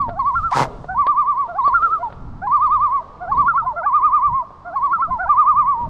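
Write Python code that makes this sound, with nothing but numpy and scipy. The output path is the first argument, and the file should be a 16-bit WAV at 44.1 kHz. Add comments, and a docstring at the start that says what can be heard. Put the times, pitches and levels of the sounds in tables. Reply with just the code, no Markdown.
"""Loon tremolo from a canoe

Out on an open lake, slightly right, a loon quavers, its syrinx flipping between a low, a middle and a
high register; the wooded shore returns the calls. In the canoe, close to the microphone, a dog squeaks
and snorts once and the hull ticks and knocks. Small waves lap alongside and wind rumbles."""
import sys
import numpy as np
from scipy import signal
from scipy.fft import rfft, irfft, next_fast_len
from scipy.io import wavfile
from scipy.ndimage import map_coordinates

SR = 44100
rng = np.random.default_rng(int(sys.argv[2]) if len(sys.argv) > 2 else 0)


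def dump_mix(stems):
    """Bounce the given channels to the path in sys.argv[1] as a 16-bit WAV at rate SR."""
    frames = np.atleast_2d(stems).T  # one column per channel
    limited = np.clip(frames, -1, 1)  # hard clip at full scale
    pcm = np.round(limited * 32767).astype(np.int16)
    wavfile.write(sys.argv[1], SR, pcm)


N = 259749

# Phrases, each a low opening that flips up into the tremolo: (start [s], flip [s], end [s],
# one crest [s], quaver rate [1/s], lost by slowing [quavers], full-effort pitch [Hz], level [dB],
# sag of effort [0-1], fade [dB], opening's overtones [dB], tremolo's brightness [dB per overtone],
# opening's pitch shift [Hz, before the register's swing], opening's level shift [dB],
# level dip at the top of each quaver [dB])
PHRASES = [ (-.53, -.46, .085, -.413, 10.3, .6, 1230, -10, .3, 3, 0, 1, 0, 0, 0),
           (.09, .19, .57, .281, 11.25, .08, 1175, -9.8, .3, 7, 0, .7, -15, -1, 0),
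           (.88, .944, 1.468, 1.002, 10.29, .3, 1216, -9.6, .3, 4.2, 11, -1.2, 10, .8, 0),
           (1.475, 1.583, 2.08, 1.669, 11.36, .31, 1183, -9.7, .75, .3, 2, 4.5, -20, -1, 0),
           (2.414, 2.468, 3.022, 2.545, 10.32, .45, 1258, -7.6, .48, 4, 8, .8, 40, 1.2, 5),
           (3.201, 3.314, 3.757, 3.4, 11.25, .4, 1198, -9.6, .85, 1, 5, 0, 0, -1, 0),
           (3.757, 3.858, 4.437, 3.96, 10.48, .61, 1248, -10.1, .58, .2, 15, -7, -60, 2, 0),
           (4.644, 4.756, 5.18, 4.848, 11.18, .26, 1171, -13.5, .56, -1.5, 5, -1, -10, -.5, 0),
           (5.183, 5.289, 5.875, 5.4, 10.58, 1.03, 1252, -7.3, .84, 2.8, 15, -9, -20, 0, .5), ]
# Tone colour of the call, a strong fundamental with faint overtone peaks: (frequency [Hz], gain [dB])
CALL_COLOUR = [(1460, .2), (1680, -20), (1900, -26), (2080, -20), (2260, -29.5), (2480, -30.5), (2900, -47),
               (3300, -39.5), (3680, -34), (3950, -45), (4450, -35.5), (4900, -57), (6000, -70)]


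def loon(rich_db=8, scoop_hz=80, scoop_s=.014, crest_dip_power=10):
    """The loon across the water: its effort drives pitch, level and overtones."""
    voice = np.zeros(N)
    for (start, flip, end, crest, rate, slowing, hz, db, sag, fade_db,
         press_db, bright_db, open_hz, open_db, crest_dip_db) in PHRASES:
        for a, b, register in notes(start, flip, end):
            t = np.arange(max(a, 0), b, 1 / SR)
            if len(t):
                opening = a < flip and register is LOW
                push = effort(t, start, end, crest, rate, slowing, sag)
                level = db + register[-1] * (push - 1) - fade_db * (t - start) / (end - start)
                level += open_db * opening - crest_dip_db * push ** crest_dip_power
                rich = rich_db * (push - 1) + press_db * opening
                scoop = scoop_hz * np.exp(np.minimum(t - flip, 0) / scoop_s)  # rise into the flip
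                rise_hz = (hz - MIDDLE[0]) * push + (open_hz + scoop) * opening
                add(voice, t[0], note(register, rise_hz, level, rich, 0 if opening else bright_db))
    return coloured(voice, CALL_COLOUR)


def effort(t, start, end, crest, rate, slowing, sag, dip=.367, warm_up_s=.074):
    """The push behind a phrase: it builds, quavers evenly, then slows and sags as the bird tires."""
    age = np.maximum(t - start, 0)
    done = np.clip(age / (end - start), 0, 1)
    quavers = rate * (t - crest) - slowing * done ** 5.8
    quaver = dip + (1 - dip) * (np.cos(np.pi * quavers) ** 2) ** .686  # round crests, narrow dips
    warm_up = 1 - .654 * np.exp(-age / warm_up_s)
    return quaver * warm_up * (1 - sag * done ** 4.7)


# Registers of the syrinx: (rest pitch [Hz], pitch swing [ratio], level [dB], overtones [dB], darkening
# [dB per overtone], jitter [ratio], shimmer [dB], attack [s], rise from no effort to full effort [dB])
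LOW = (576, .727, -10.8, -8, 8, .01, 1.1, .02, 15)
MIDDLE = (800, 1, 0, -11.5, 0, .003, .5, .01, 18)
HIGH = (1045, .94, -.7, -15, 0, .003, .5, .007, 22)
# The voice breaks high, breaks low, or catches the middle register in an opening: (start [s], end [s])
BREAKS_UP = [(.352, .512), (.54, .57), (1.74, 1.985), (3.48, 3.533), (3.575, 3.62), (4.93, 4.98),
             (5.02, 5.072)]
BREAKS_DOWN = [(1.985, 2.026), (3.005, 3.022), (3.638, 3.66), (3.725, 3.757), (4.42, 4.437), (5.072, 5.104),
               (5.858, 5.875)]
CATCHES = [(3.815, 3.824), (5.256, 5.265)]


def notes(start, flip, end):
    """Cut a phrase where the syrinx flips: (start [s], end [s], register)."""
    kinds = [(BREAKS_UP, HIGH), (BREAKS_DOWN, LOW), (CATCHES, MIDDLE)]
    breaks = [(a, b, register) for rows, register in kinds for a, b in rows]
    cuts = sorted({start, flip, end} | {s for row in breaks for s in row[:2] if start < s < end})
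    register_at = lambda s: next((r for a, b, r in breaks if a <= s < b), LOW if s < flip else MIDDLE)
    return [(a, b, register_at((a + b) / 2)) for a, b in zip(cuts, cuts[1:]) if b - a > .005]


def note(register, rise_hz, db, press_db, bright_db, grain_db=3.5, drift_db=3, release_s=.018):
    """A reedy note with unsteady overtones; it rings on a moment and beats against the next."""
    rest_hz, swing, gain_db, rich_db, dark_db, jitter, shimmer_db, attack_s, _ = register
    controls = np.broadcast_arrays(rise_hz, db, press_db)
    rise_hz, db, press_db = np.pad(controls, ((0, 0), (0, SR // 70)), mode="edge")
    size = len(db)
    age = np.arange(size) / SR
    hz = (rest_hz + swing * rise_hz) * (1 + jitter * wobble(250, size))
    phase = 2 * np.pi * np.cumsum(hz) / SR
    overtones = np.zeros(size)
    for k in (2, 3, 4):
        flicker_db = grain_db * np.log2(k / 2) * wobble(97, size) + drift_db * np.log(k) * wobble(23, size)
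        husk = .55 * (register is MIDDLE) * wobble(330, size)  # phase noise [rad]
        overtones += amp((bright_db - dark_db) * (k - 2) + flicker_db) * np.sin(k * phase + husk)
    ramp = np.minimum(age / attack_s, (age[::-1] / release_s) ** 2)
    gate = np.sin(np.pi / 2 * np.clip(ramp, 0, 1))
    tone = np.sin(phase) + amp(rich_db + press_db) * overtones
    level = db + gain_db + shimmer_db * wobble(110, size)
    return np.sqrt(2) * amp(level) * gate * tone


# Colour of the echo from the wooded shore: (frequency [Hz], gain [dB])
TREES = [(900, 2), (1150, 0), (1420, -8)]


def shore(call, near_t60=.22, near_db=-19.8, far_t60=1.9, far_db=-23.6, build_s=.03):
    """A quick scatter off the waves, then a long soft answer from the distant trees."""
    t = np.arange(2 * SR) / SR
    near, far = rng.standard_normal((2, len(t)))
    near *= amp(-60 * t / near_t60)
    far *= amp(-60 * t / far_t60) * (1 - np.exp(-t / build_s))
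    return amp(near_db) * reverberate(call, near) + amp(far_db) * coloured(reverberate(call, far), TREES)


# The dog's blast of breath: (time [s], level [dB])
BLAST = [(.505, -46), (.512, -28), (.545, -21), (.572, -13), (.605, -14.2), (.635, -16.5), (.65, -26),
         (.675, -42), (.76, -57)]
# Resonances of the muzzle: (frequency [Hz], width [Hz], gain [dB])
MUZZLE = [(138, 50, -4), (205, 90, -5), (545, 200, -6), (810, 70, 2), (935, 85, 4), (1300, 280, -9),
          (2080, 90, -15.5)]
# Hiss at the nostrils: (frequency [Hz], spectral density [dB])
NOSTRILS = [(880, -36), (1500, -4), (2210, -15.5), (5300, -18.5), (9740, -32), (13000, -68)]
# Colour of the ring in the hollow of the boat: (frequency [Hz], gain [dB])
HOLLOW = [(130, 3), (650, 2), (900, -10), (1400, -6), (3000, -20)]


def snort(flap_hz=135, rasp=.75, flutter_s=.553, hiss_db=-13.5, ring_t60=.9, ring_db=-10.5):
    """Close by, the dog's nose flaps under a short blast: each flap rings the muzzle and lets out hiss."""
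    blow = amp(curve(BLAST, left=-120, right=-120))
    cycles = np.cumsum(flap_hz * (1 + .045 * wobble(70))) / SR
    flaps = unit(np.diff(np.floor(cycles), prepend=0))
    puffs = unit(np.exp(-(cycles % 1) / .25))
    muzzle = lambda f: sum((-1) ** k * amp(db) * 1j * f * width / (hz * hz - f * f + 1j * f * width)
                           for k, (hz, width, db) in enumerate(MUZZLE))
    flutter = (1 + np.tanh((np.arange(N) / SR - flutter_s) / .008)) / 2  # flapping starts a moment late
    body = flutter * blow * unit(filtered(flaps + rasp * puffs * rng.standard_normal(N), muzzle))
    hiss = blow * unit(noise(NOSTRILS) * (1 + puffs / 2))
    t = np.arange(SR // 2) / SR
    boat_tail = rng.standard_normal(len(t)) * amp(-60 * t / ring_t60)
    ring = reverberate(coloured(body, HOLLOW), boat_tail)
    return body + amp(ring_db) * ring + amp(hiss_db) * hiss


# Two dog squeaks at once, then a low loon note, each as rows of (time [s], pitch [Hz], level [dB])
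GLIDES = [
    [(.512, 630, -29), (.527, 800, -19), (.538, 980, -16), (.546, 1050, -26)],
    [(.513, 950, -29), (.527, 1030, -19), (.538, 1160, -20)],
    [(.642, 695, -30), (.665, 645, -31), (.695, 610, -42)],
]
# Tone of these short glides: columns as for the registers
GLIDE_VOICE = (0, 1, 0, -18, 0, .012, 1.2, .012, 0)


def squeaks_and_low_note(bright_db=-17):
    """Two rising squeaks start the dog's snort; a faint, low, falling loon note follows."""
    track = np.zeros(N)
    for rows in GLIDES:
        s, hz, db = np.transpose(rows)
        t = np.arange(s[0], s[-1], 1 / SR)
        add(track, s[0], note(GLIDE_VOICE, np.interp(t, s, hz), np.interp(t, s, db), 0, bright_db))
    return track


# Contacts with the boat: (time [s], relative tick level [dB], knock level [dB], tick t60 [s])
CONTACTS = [(.083, -44, -35, .04), (.0915, -32, -31, .05), (.844, -44, -36, .037), (1.0674, -23, -35, .045),
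            (1.6778, -34, -32, .06), (1.825, -32, -48, .037), (2.103, -43, -44, .037),
            (2.125, -36, -42, .045), (4.506, -58, -47, .02)]
# Modes of the hull: (frequency [Hz], level [dB], t60 [s])
HULL_MODES = [(290, -3, .04), (440, 1, .05), (600, 10, .028), (705, 3, .06)]
# Dull colour of the contacts: (frequency [Hz], gain [dB])
CONTACT_COLOUR = [(200, -5), (1500, 6.5), (2500, -10), (3600, -10), (4650, -13), (5300, -33), (7000, -53)]


def canoe(tick_gain_db=6):
    """Near the microphone, light contacts tick on the frame and knock the hull's damped modes."""
    contacts, t = np.zeros(N), np.arange(SR // 10) / SR
    ring = sum(amp(db - 60 * t / t60) * np.sin(2 * np.pi * hz * t) for hz, db, t60 in HULL_MODES)
    for s, tick_db, knock_db, tick_t60 in CONTACTS:
        tick = amp(tick_db + tick_gain_db - 60 * t / tick_t60) * rng.standard_normal(len(t))
        add(contacts, s, tick + amp(knock_db) * ring)
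    return coloured(contacts, CONTACT_COLOUR)


# Larger waves slapping the hull, and brief swells of faint high hiss: (time [s], peak [dB], half width [s])
LAPS = [(.73, -42, .04), (1.48, -46, .03), (1.87, -44, .09), (2.12, -50, .1), (3.1, -52, .2),
        (3.37, -46, .05), (5.82, -46, .06)]
HISS_SWELLS = [(.42, -61, .07), (.8, -67, .1), (1.86, -65, .1)]
# Colours of the wash, the slaps and the hiss: (frequency [Hz], spectral density [dB])
WASH = [(250, -2), (550, -.5), (880, 5.5), (1300, -4), (1800, -14), (2800, -24.5), (4200, -24.5),
        (5400, -29), (9000, -46), (13000, -72)]
SLAP = [(170, -22), (420, 0), (650, -2), (1500, -22), (4000, -30), (8000, -58)]
HISS = [(1500, -6), (3000, 0), (5000, -2), (8500, -10), (13000, -42)]


def waves(wash_db=-48.5, hiss_db=-73, bubble_db=-52, bubble_hz=480, life_cycles=12, count=90):
    """Waves wash and slap along the hull and trap bubbles whose pitch rises as they die."""
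    bubbles, t = np.zeros(N), np.arange(SR // 10) / SR
    for when, octaves, strength in rng.uniform([0, -1, -1], 1, (count, 3)):
        hz = bubble_hz * 2 ** octaves
        age = t * hz / life_cycles
        swell = 2 * age * np.exp(1 - 2 * age)
        phase = 2 * np.pi * hz * t * (1 + np.tanh(age) / 10)
        add(bubbles, when * N / SR, amp(bubble_db) * 2 ** strength * swell * np.sin(phase))
    hiss = (amp(hiss_db) + swells(HISS_SWELLS)) * noise(HISS)
    wash = amp(wash_db + wobble(4.3)) * noise(WASH)
    return bubbles + wash + swells(LAPS) * noise(SLAP) + hiss


# Low swells of rumble, wind buffets and dull thumps: (time [s], peak [dB], half width [s], upper edge [Hz])
LOW_SWELLS = [(.05, -31.5, .13, 460), (.41, -29, .06, 210), (.78, -35.5, .22, 450), (1.76, -38.5, .07, 100),
              (2.3, -31.5, .12, 420), (2.78, -35.5, .12, 130), (3.38, -30, .075, 600),
              (3.66, -37, .08, 190), (4.07, -37.5, .06, 100), (4.32, -26, .025, 180), (5.11, -35, .07, 400),
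              (5.27, -32, .035, 120), (5.62, -39, .13, 400), (5.86, -29, .035, 400)]
# Colour of the wind: (frequency [Hz], spectral density [dB])
RUMBLE = [(30, 0), (75, -1.5), (130, -4), (260, -10), (900, -56), (3000, -90)]


def wind_and_thumps(steady_db=-48.5, lumps_db=1.5):
    """A lumpy wind rumble at the microphone, with buffets and dull thumps, some only in the deep bass."""
    air = noise(RUMBLE)
    rumble = amp(steady_db) * air
    for s, db, width, edge_hz in LOW_SWELLS:
        low_noise = filtered(np.roll(air, rng.integers(N)), lambda f: 1 / (1 + (f / edge_hz) ** 4))
        rumble += swells([(s, db, width)]) * unit(low_noise)
    return rumble * amp(lumps_db * wobble(22))


def amp(db):
    """Decibels to gain."""
    return 10 ** (np.asarray(db) / 20)


def unit(x):
    """Scale to rms 1."""
    return x / np.sqrt(np.mean(x ** 2) + 1e-20)


def curve(rows, **ends):
    """(time [s], value) rows as one value per sample."""
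    return np.interp(np.arange(N) / SR, *np.transpose(rows), **ends)


def swells(rows):
    """(time [s], peak [dB], half width [s]) bumps as one gain per sample."""
    t = np.arange(N) / SR
    return sum(amp(db) / (1 + ((t - s) / width) ** 2) for s, db, width in rows)


def wobble(rate, size=N):
    """A smooth random curve, rate knots a second."""
    return map_coordinates(rng.standard_normal(int(N * rate / SR) + 4), [np.arange(size) * rate / SR])


def filtered(x, response):
    """x through a complex response of frequency."""
    size = next_fast_len(N + SR // 2)
    return irfft(rfft(x, size) * response(np.fft.rfftfreq(size, 1 / SR)), size)[..., :N]


def coloured(x, spectrum):
    """x through (frequency [Hz], gain [dB]) points on a log axis."""
    hz, db = np.transpose(spectrum)
    return filtered(x, lambda f: amp(np.interp(np.log(f + 1), np.log(hz), db)))


def noise(spectrum):
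    """Coloured noise of rms 1."""
    return unit(coloured(rng.standard_normal(N), spectrum))


def reverberate(x, tail):
    """x through an echo tail scaled to unit energy."""
    return signal.fftconvolve(x, tail / np.linalg.norm(tail))[:N]


def add(track, s, sound):
    """Mix a sound into a track from time s."""
    part = track[max(round(s * SR), 0):][:len(sound)]
    part += sound[:len(part)]


def scene(loon_side_db=.68, water_side_db=.5):
    """From the canoe: tremolo and waves lie slightly to the right; dog, boat and wind are central."""
    call = loon()
    far = (call + shore(call)) * amp([[-loon_side_db], [loon_side_db]])
    water = waves() * amp([[-water_side_db], [water_side_db]])
    return far + water + squeaks_and_low_note() + snort() + canoe() + wind_and_thumps()


def record(dry, top_hz=13700):
    """The recorder keeps nothing above its band limit."""
    return filtered(dry, lambda hz: 1 / (1 + (hz / top_hz) ** 60))


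dry = scene()
out = record(dry)
dump_mix(out)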